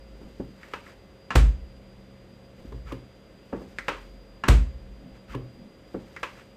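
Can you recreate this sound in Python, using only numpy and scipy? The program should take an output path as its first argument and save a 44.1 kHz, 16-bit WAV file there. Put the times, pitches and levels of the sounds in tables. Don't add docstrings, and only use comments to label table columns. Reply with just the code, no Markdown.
import sys
import numpy as np
from scipy import signal
from scipy.fft import rfft, irfft
from scipy.io import wavfile
from scipy.ndimage import uniform_filter1d

SR = 44100
rng = np.random.default_rng(int(sys.argv[2]) if len(sys.argv) > 2 else 0)


def dump_mix(stems):
    frames = np.atleast_2d(stems).T
    limited = np.clip(frames, -1, 1)
    pcm = np.round(limited * 32767).astype(np.int16)
    wavfile.write(sys.argv[1], SR, pcm)


N = 289673

# start_s, crack_level_db, tilt_db_per_octave, boom_gain_db
SHUT_EVENTS = [(1.353, -10.5, -0.37, -1), (4.481, -9.5, -0.5, -1)]
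# start_s, level_db, tilt_db_per_octave, contact_ms, slide_db, settle_db
CLACK_EVENTS = [(0.7359, -30.5, 0.5, 5.7, -57, -54.5), (3.882, -22.5, 0.5, 14, -62, -64),
                (6.2306, -27, 1.5, 7.8, -62, -53)]
# start_s, level_db, tilt_db_per_octave, contact_ms
KNOCK_EVENTS = [(.211, -46.5, 2, 4.5), (.397, -28.5, -1.5, 7.1), (2.647, -41.5, -6, 8.7),
                (3.526, -26, 2, 7.8), (3.615, -39.5, 1.5, 3.4), (5.942, -27.5, .5, 8.2)]
# start_s, level_db,
# tilt_db_per_octave, contact_ms, peel_db
POP_EVENTS = [(2.722, -34, -1, 4.5, -72), (2.921, -28.5, 1, 5.7, -50), (5.3476, -24.5, -0.5, 6.2, -48)]
# mode_hz, relative_level_db, t60_s
DOOR_MODES = [(125, -5.5, 0.4), (191.8, -1, 0.41), (261, -1, 0.25), (316, -18, 0.052), (381, -6, 0.27),
              (446.5, -10.5, 0.24), (523, -6.5, 0.23), (910, 2, 0.082), (1072, 9.5, 0.041),
              (1340, 3, 0.095), (1700, 9.5, 0.076), (1780, -6, 0.17), (2810, 13.5, 0.044)]


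def amp(db):
    return 10 ** (np.asarray(db) / 20)


def evened(x):
    return x / np.sqrt(np.mean(x ** 2) + 1e-20)


def unit(x):
    return x / np.linalg.norm(x)


def decay(t, t60_s):
    return np.exp(-np.log(1000) * t / t60_s)


def read(points, hz):
    f, value = np.transpose(points)
    return np.interp(np.log(hz + 1), np.log(f + 1), value)


def add(mix, start_s, sound):
    part = mix[max(round(start_s * SR), 0):][:len(sound)]
    part += sound[:len(part)]


def noise(tone, size):
    gain = amp(read(tone, np.fft.rfftfreq(size, 1 / SR)))
    return evened(irfft(rfft(rng.standard_normal(size)) * gain, size))


def drift(width_hz):
    gain = np.exp(-(np.fft.rfftfreq(N, 1 / SR) / width_hz) ** 2)
    return evened(irfft(rfft(rng.standard_normal(N)) * gain, N))


def colour(x, tone, tilt_db_per_octave, size=4096):
    hz = abs(np.fft.fftfreq(size, 1 / SR))
    octaves = np.log2(np.maximum(hz, 100) / 1000)
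    log_gain = np.log(amp(read(tone, hz) + tilt_db_per_octave * octaves))
    response = np.exp(np.conj(signal.hilbert(log_gain)))
    taps = np.fft.ifft(response).real[:size // 2]
    return signal.fftconvolve(x, taps)[:len(x)]


def swells(strokes):
    level = np.zeros(N)
    for middle_s, length_s, peak_db in strokes:
        start_s = middle_s - length_s / 2
        shape = signal.windows.hann(max(round(length_s * SR), 8))
        skipped = max(-round(start_s * SR), 0)
        add(level, start_s, amp(peak_db) * shape[skipped:])
    return level


def friction(strokes, tone, grain_db, grain_hz):
    grain = amp(grain_db * drift(grain_hz))
    return swells(strokes) * evened(noise(tone, N) * grain)


def chatter(envelope, count=3):
    burst = rng.standard_normal(len(envelope)) * envelope
    for _ in range(count):
        flat = irfft(np.exp(1j * np.angle(rfft(burst))), len(burst))
        burst = flat * envelope ** (1 / 4)
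    return burst


def room_tail(t, rise_s):
    # band_hz, t60_s
    room_decay = [(100, 0.52), (400, 0.31), (1200, 0.31), (3000, 0.35), (7000, 0.35), (14000, 0.23)]
    hz, frame_s, bands = signal.stft(rng.standard_normal(len(t)), SR, nperseg=256)
    fading = bands * decay(frame_s, read(room_decay, hz)[:, None])
    tail = signal.istft(fading, SR, nperseg=256)[1][:len(t)]
    return unit(tail * (1 - np.exp(-t / rise_s)))


def blow(tone, ringing, tilt_db_per_octave, contact_ms, swell, modes_db, shell_db, shell_t60_s, room_db):
    t = np.arange(SR * 3 // 4) / SR
    progress = t * 1000 / max(contact_ms, .3)
    contact = unit(chatter(np.exp(-(progress - swell) ** 2)))
    modes = unit(sum(amp(db) * decay(t, t60_s) * np.sin(2 * np.pi * (hz * t + rng.random()))
                     for hz, db, t60_s in ringing))
    shell = unit(chatter(decay(t, shell_t60_s)))
    ring = amp(modes_db) * modes + amp(shell_db) * shell
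    ring = ring * (1 - np.exp(-2 * progress))
    tail = amp(room_db) * room_tail(t, rise_s=0.0019)
    sound = colour(contact + ring + tail, tone, tilt_db_per_octave)
    return unit(sound) * np.sqrt(SR // 50)


def blows(rows, tone, ringing, level_db, swell, modes_db, shell_db, shell_t60_s, room_db):
    out = np.zeros(N)
    for start_s, db, tilt, contact_ms, *_ in rows:
        one = blow(tone, ringing, tilt, contact_ms, swell, modes_db, shell_db, shell_t60_s, room_db)
        add(out, start_s, amp(db + level_db) * one)
    return out


def boom(rise_s=0.0032):
    # mode_hz, level_db, t60_s, polarity
    cabinet_modes = [(41.4, -23, 0.73, -1), (49.8, -3, 0.41, -1), (54.03, 0, 0.33, 1),
                     (68.96, -13, 0.59, 1), (126.5, -18, 0.47, -1)]
    t = np.arange(SR * 3 // 2) / SR
    modes = sum(np.sign(polarity) * amp(db) * decay(t, t60_s) * np.sin(2 * np.pi * hz * t)
                for hz, db, t60_s, polarity in cabinet_modes)
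    return modes * (1 - np.exp(-t / rise_s))


def room_air(level_db=-53):
    # frequency_hz, relative_level_db_per_hz
    air_tone = [(20, -33), (40, 1.5), (80, 6.5), (115, -2), (160, 1), (210, 2.5), (540, -1.5), (850, -11.5),
                (2100, -16.5), (3300, -18), (5300, -29.5), (8000, -31), (11500, -41.5), (13300, -33.5),
                (16000, -56)]
    return amp(level_db) * noise(air_tone, N)


def rumble(centre_hz=50, width_hz=11, rest_db=-63.5, linger_db=-28.5, fall_db_per_s=44):
    t = np.arange(N) / SR
    wander = drift(width_hz) + 1j * drift(width_hz)
    band = evened((wander * np.exp(2j * np.pi * centre_hz * t)).real)
    linger = sum((t > s) * amp(linger_db - fall_db_per_s * abs(t - s)) for s, *_ in SHUT_EVENTS)
    return band * (amp(rest_db) + linger)


def sealed(t, fade_s=0.42):
    closed = np.zeros(len(t))
    for shut_s, *_ in SHUT_EVENTS:
        pop_s = min(s for s, *_ in POP_EVENTS if s > shut_s)
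        closed += (t > shut_s) * (t < pop_s)
    return uniform_filter1d(closed, max(round(fade_s * SR), 1))


def compressor_hum(waver=0.039, wander_rad=1.0, sealed_db=6, sealed_below_hz=300):
    # line_hz, unsealed_rms_db
    hum_lines = [(123, -63.5), (194, -62.5), (538, -61.5), (2042, -76.5)]
    t = np.arange(N) / SR
    lift_db = sealed_db * sealed(t)
    out = np.zeros(N)
    for hz, db in hum_lines:
        level = 1 + waver * drift(8.9)
        phase = 2 * np.pi * hz * t + wander_rad * np.sqrt(hz / 1000) * drift(7.7)
        out += amp(db + lift_db * (hz < sealed_below_hz)) * evened(level * np.sin(phase))
    return out


def deep_hum(wander_rad=0.47, wander_hz=6):
    # middle_s, length_s, peak_db, pitch_hz
    hum_swells = [(.12, 0.96, -48.5, 53.2), (4.05, 0.98, -47, 45)]
    t = np.arange(N) / SR
    out = np.zeros(N)
    for middle_s, length_s, db, hz in hum_swells:
        tone = np.sin(2 * np.pi * hz * t + wander_rad * drift(wander_hz))
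        out += swells([(middle_s, length_s, db)]) * evened(tone)
    return out


def whine(level_db=-69, sway_rad=0.76, jolt_rad=0.17, wander_rad=0.35, flutter_db=2.1, flutter_hz=24):
    pitch_hz, shaft_hz = 4822, 48.6
    t = np.arange(N) / SR
    turn = 2 * np.pi * shaft_hz * t
    load = sway_rad * np.sin(turn) + jolt_rad * sum(np.sin(k * turn + k) for k in range(2, 5))
    tone = np.sin(2 * np.pi * pitch_hz * t + load + wander_rad * drift(97))
    return amp(level_db) * evened(tone * amp(flutter_db * drift(flutter_hz)))


def arm_rustle(rest_db=-77):
    pull_lag_s, pull_s, pull_db = 0.028, 0.4, -70
    push_lag_s, push_s, push_db = 0.039, 0.64, -63
    pulls = [(s + pull_lag_s, pull_s, pull_db) for s, *_ in KNOCK_EVENTS]
    pushes = [(s + push_lag_s, push_s, push_db) for s, *_ in CLACK_EVENTS]
    tone = [(300, 3), (2500, 2.5), (8000, -7.0), (10500, -16.5), (13500, -11.0), (16000, -23)]  # hz, db
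    rustle = noise(tone, N) * amp(1.8 * drift(66))
    return rustle * (amp(rest_db) + swells(pulls + pushes))


def rubs():
    # middle_s, length_s, peak_db
    hand_strokes = [(.25, 0.21, -48), (2.61, 0.095, -47), (5.065, 0.15, -44), (5.61, 0.25, -47)]
    # frequency_hz, relative_level_db
    rub_tone = [(30, 7), (100, -4), (130, 8), (240, 13), (380, -3.5), (700, -6.5), (2000, -46),
                (12000, -42)]
    lag_s, length_s, over_peel_db = 0.039, 0.31, -1.5
    shudders = [(s + lag_s, length_s, peel_db + over_peel_db) for s, *_, peel_db in POP_EVENTS]
    return friction(hand_strokes + shudders, rub_tone, grain_db=-2.0, grain_hz=40.3)


def scrapes():
    # middle_s, length_s, peak_db
    finger_strokes = [(2.597, 0.048, -63), (5.163, 0.08, -59.5)]
    # frequency_hz, relative_level_db
    scrape_tone = [(100, -25), (700, -2), (1300, 2.5), (2500, -1), (4500, -14.5), (8000, -19), (10500, -30),
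                   (13500, -25), (16000, -35)]
    slide_lead_s, slide_s = 0.031, 0.42
    settle_lag_s, settle_s = 0.16, 0.15
    peel_lead_s, peel_s = 0.026, 0.11
    slides = [(s - slide_lead_s, slide_s, slide_db) for s, *_, slide_db, _ in CLACK_EVENTS]
    settles = [(s + settle_lag_s, settle_s, settle_db) for s, *_, settle_db in CLACK_EVENTS]
    peels = [(s - peel_lead_s, peel_s, peel_db) for s, *_, peel_db in POP_EVENTS]
    strokes = slides + settles + peels + finger_strokes
    return friction(strokes, scrape_tone, grain_db=1.5, grain_hz=250)


def squeaks(width_hz=70):
    # middle_before_pop_s, length_s, over_peel_db, pitch_hz
    peel_squeaks = [(.041, .055, -3, 1330), (0.00093, .02, 10.5, 1100)]
    out = np.zeros(N)
    for pop_s, *_, peel_db in POP_EVENTS:
        for lead_s, length_s, db, hz in peel_squeaks:
            swell = signal.windows.hann(max(round(length_s * SR), 8))
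            turns = np.cumsum(hz + width_hz * drift(180)[:len(swell)]) / SR
            tone = evened(np.sin(2 * np.pi * turns))
            add(out, pop_s - lead_s - length_s / 2, amp(peel_db + db) * swell * tone)
    return out


def pops():
    # frequency_hz, relative_level_db
    pop_tone = [(30, -46), (120, 11), (200, -12.5), (270, 5), (560, -1.5), (660, -17.5), (1080, -10),
                (1400, -18.5), (2800, -21.5), (5500, -37), (15000, -45)]
    return blows(POP_EVENTS, pop_tone, DOOR_MODES, level_db=-3, swell=0.51, modes_db=-9,
                 shell_db=-9.0, shell_t60_s=0.038, room_db=-3.5)


def knocks(rock_db=-11):
    # frequency_hz, relative_level_db
    knock_tone = [(30, -15), (120, -4), (200, -1), (330, 1), (530, -3), (680, -15), (880, -16),
                  (1500, -25.5), (2500, -38), (5000, -63), (15000, -80)]
    out = blows(KNOCK_EVENTS, knock_tone, DOOR_MODES, level_db=-1.0, swell=0.71, modes_db=-9.0,
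                shell_db=3.5, shell_t60_s=0.17, room_db=0.5)
    for start_s, db, *_ in KNOCK_EVENTS:
        add(out, start_s, amp(db + rock_db) * boom())
    return out


def clacks():
    # start_s, level_db, tilt_db_per_octave, contact_ms
    tick_events = [(.6315, -42.5, 0.5, 0.82), (.862, -46.5, -2, 5), (3.7858, -27.5, 1, 0.51),
                   (6.164, -34.5, -.5, 0.35)]
    # mode_hz, relative_level_db, t60_s
    shelf_modes = [(199, 0, 0.11), (295, -2, 0.26), (440, -3, 0.054), (498, 5, 0.09), (576, 2, 0.28),
                   (930, 0, 0.24), (986, -4, 0.1), (1138, -6, 0.1), (1306, 15.5, 0.067), (1642, 19, 0.053),
                   (2022, 14, 0.056), (2606, 13.5, 0.12)]
    # frequency_hz, relative_level_db
    tick_tone = [(40, -26), (200, -3), (850, -13.5), (1300, -1.5), (2100, 2.5), (2800, -14.5), (5000, -22),
                 (8500, -30), (11000, -43), (16000, -45)]
    clack_tone = [(40, -12), (130, -6), (270, -5.5), (480, 3.5), (700, -7.5), (1000, 3), (1800, -2.5),
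                  (2800, -7), (4000, -18), (7500, -30), (10500, -39), (13500, -42), (16000, -43)]
    tips = blows(tick_events, tick_tone, shelf_modes, level_db=-4.5, swell=0.73, modes_db=-16,
                 shell_db=6.0, shell_t60_s=0.077, room_db=-2)
    falls = blows(CLACK_EVENTS, clack_tone, shelf_modes, level_db=-1.5, swell=0, modes_db=-8.0,
                  shell_db=2.5, shell_t60_s=0.076, room_db=-3)
    return tips + falls


def shuts(crack_trim_db=-6, boom_lag_s=0.01124):
    # start_s, level_db, tilt_db_per_octave, contact_ms
    touch_events = [(1.305, -27, -0.5, 4.3), (4.437, -26, -1, 5.6)]
    # start_s, boom_gain_db
    tug_events = [(2.67, -31.5), (2.742, -29.5), (2.85, -27), (5.293, -31.5)]
    # frequency_hz, relative_level_db
    touch_tone = [(40, -15), (130, -14), (270, -9.5), (420, -12), (700, -8), (1100, 0.5), (1700, -5),
                  (2700, -9), (3600, -18.5), (7500, -28), (10000, -42.5), (13000, -49), (16000, -55)]
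    shut_tone = [(30, -15), (100, 10), (175, 4.5), (260, 8.5), (350, 2.5), (480, 1.5), (720, -3),
                 (1250, -2.5), (2400, -7), (4000, -13.5), (5500, -18), (8000, -16.5), (10000, -27),
                 (13500, -28), (16000, -33)]
    out = blows(touch_events, touch_tone, DOOR_MODES, level_db=-0.5, swell=0.35, modes_db=0,
                shell_db=2.0, shell_t60_s=0.029, room_db=2.5)
    for start_s, crack_db, tilt, boom_db in SHUT_EVENTS:
        crack = blow(shut_tone, DOOR_MODES, tilt, contact_ms=4.3, swell=1.42, modes_db=-19.5,
                     shell_db=-5.0, shell_t60_s=0.25, room_db=-2.0)
        add(out, start_s, amp(crack_db + crack_trim_db) * crack)
        add(out, start_s + boom_lag_s, amp(boom_db) * boom())
    for start_s, boom_db in tug_events:
        add(out, start_s, amp(boom_db) * boom())
    return out


def scene():
    background = room_air() + rumble() + compressor_hum() + deep_hum() + whine() + arm_rustle()
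    door = rubs() + scrapes() + squeaks() + pops() + knocks() + clacks() + shuts()
    return (background + door)[None]


def record(dry, edge_hz=15600):
    taps = signal.firwin(511, edge_hz, window=("kaiser", 9), fs=SR)
    return signal.oaconvolve(dry, taps[None], "same")


dry = scene()
out = record(dry)
dump_mix(out)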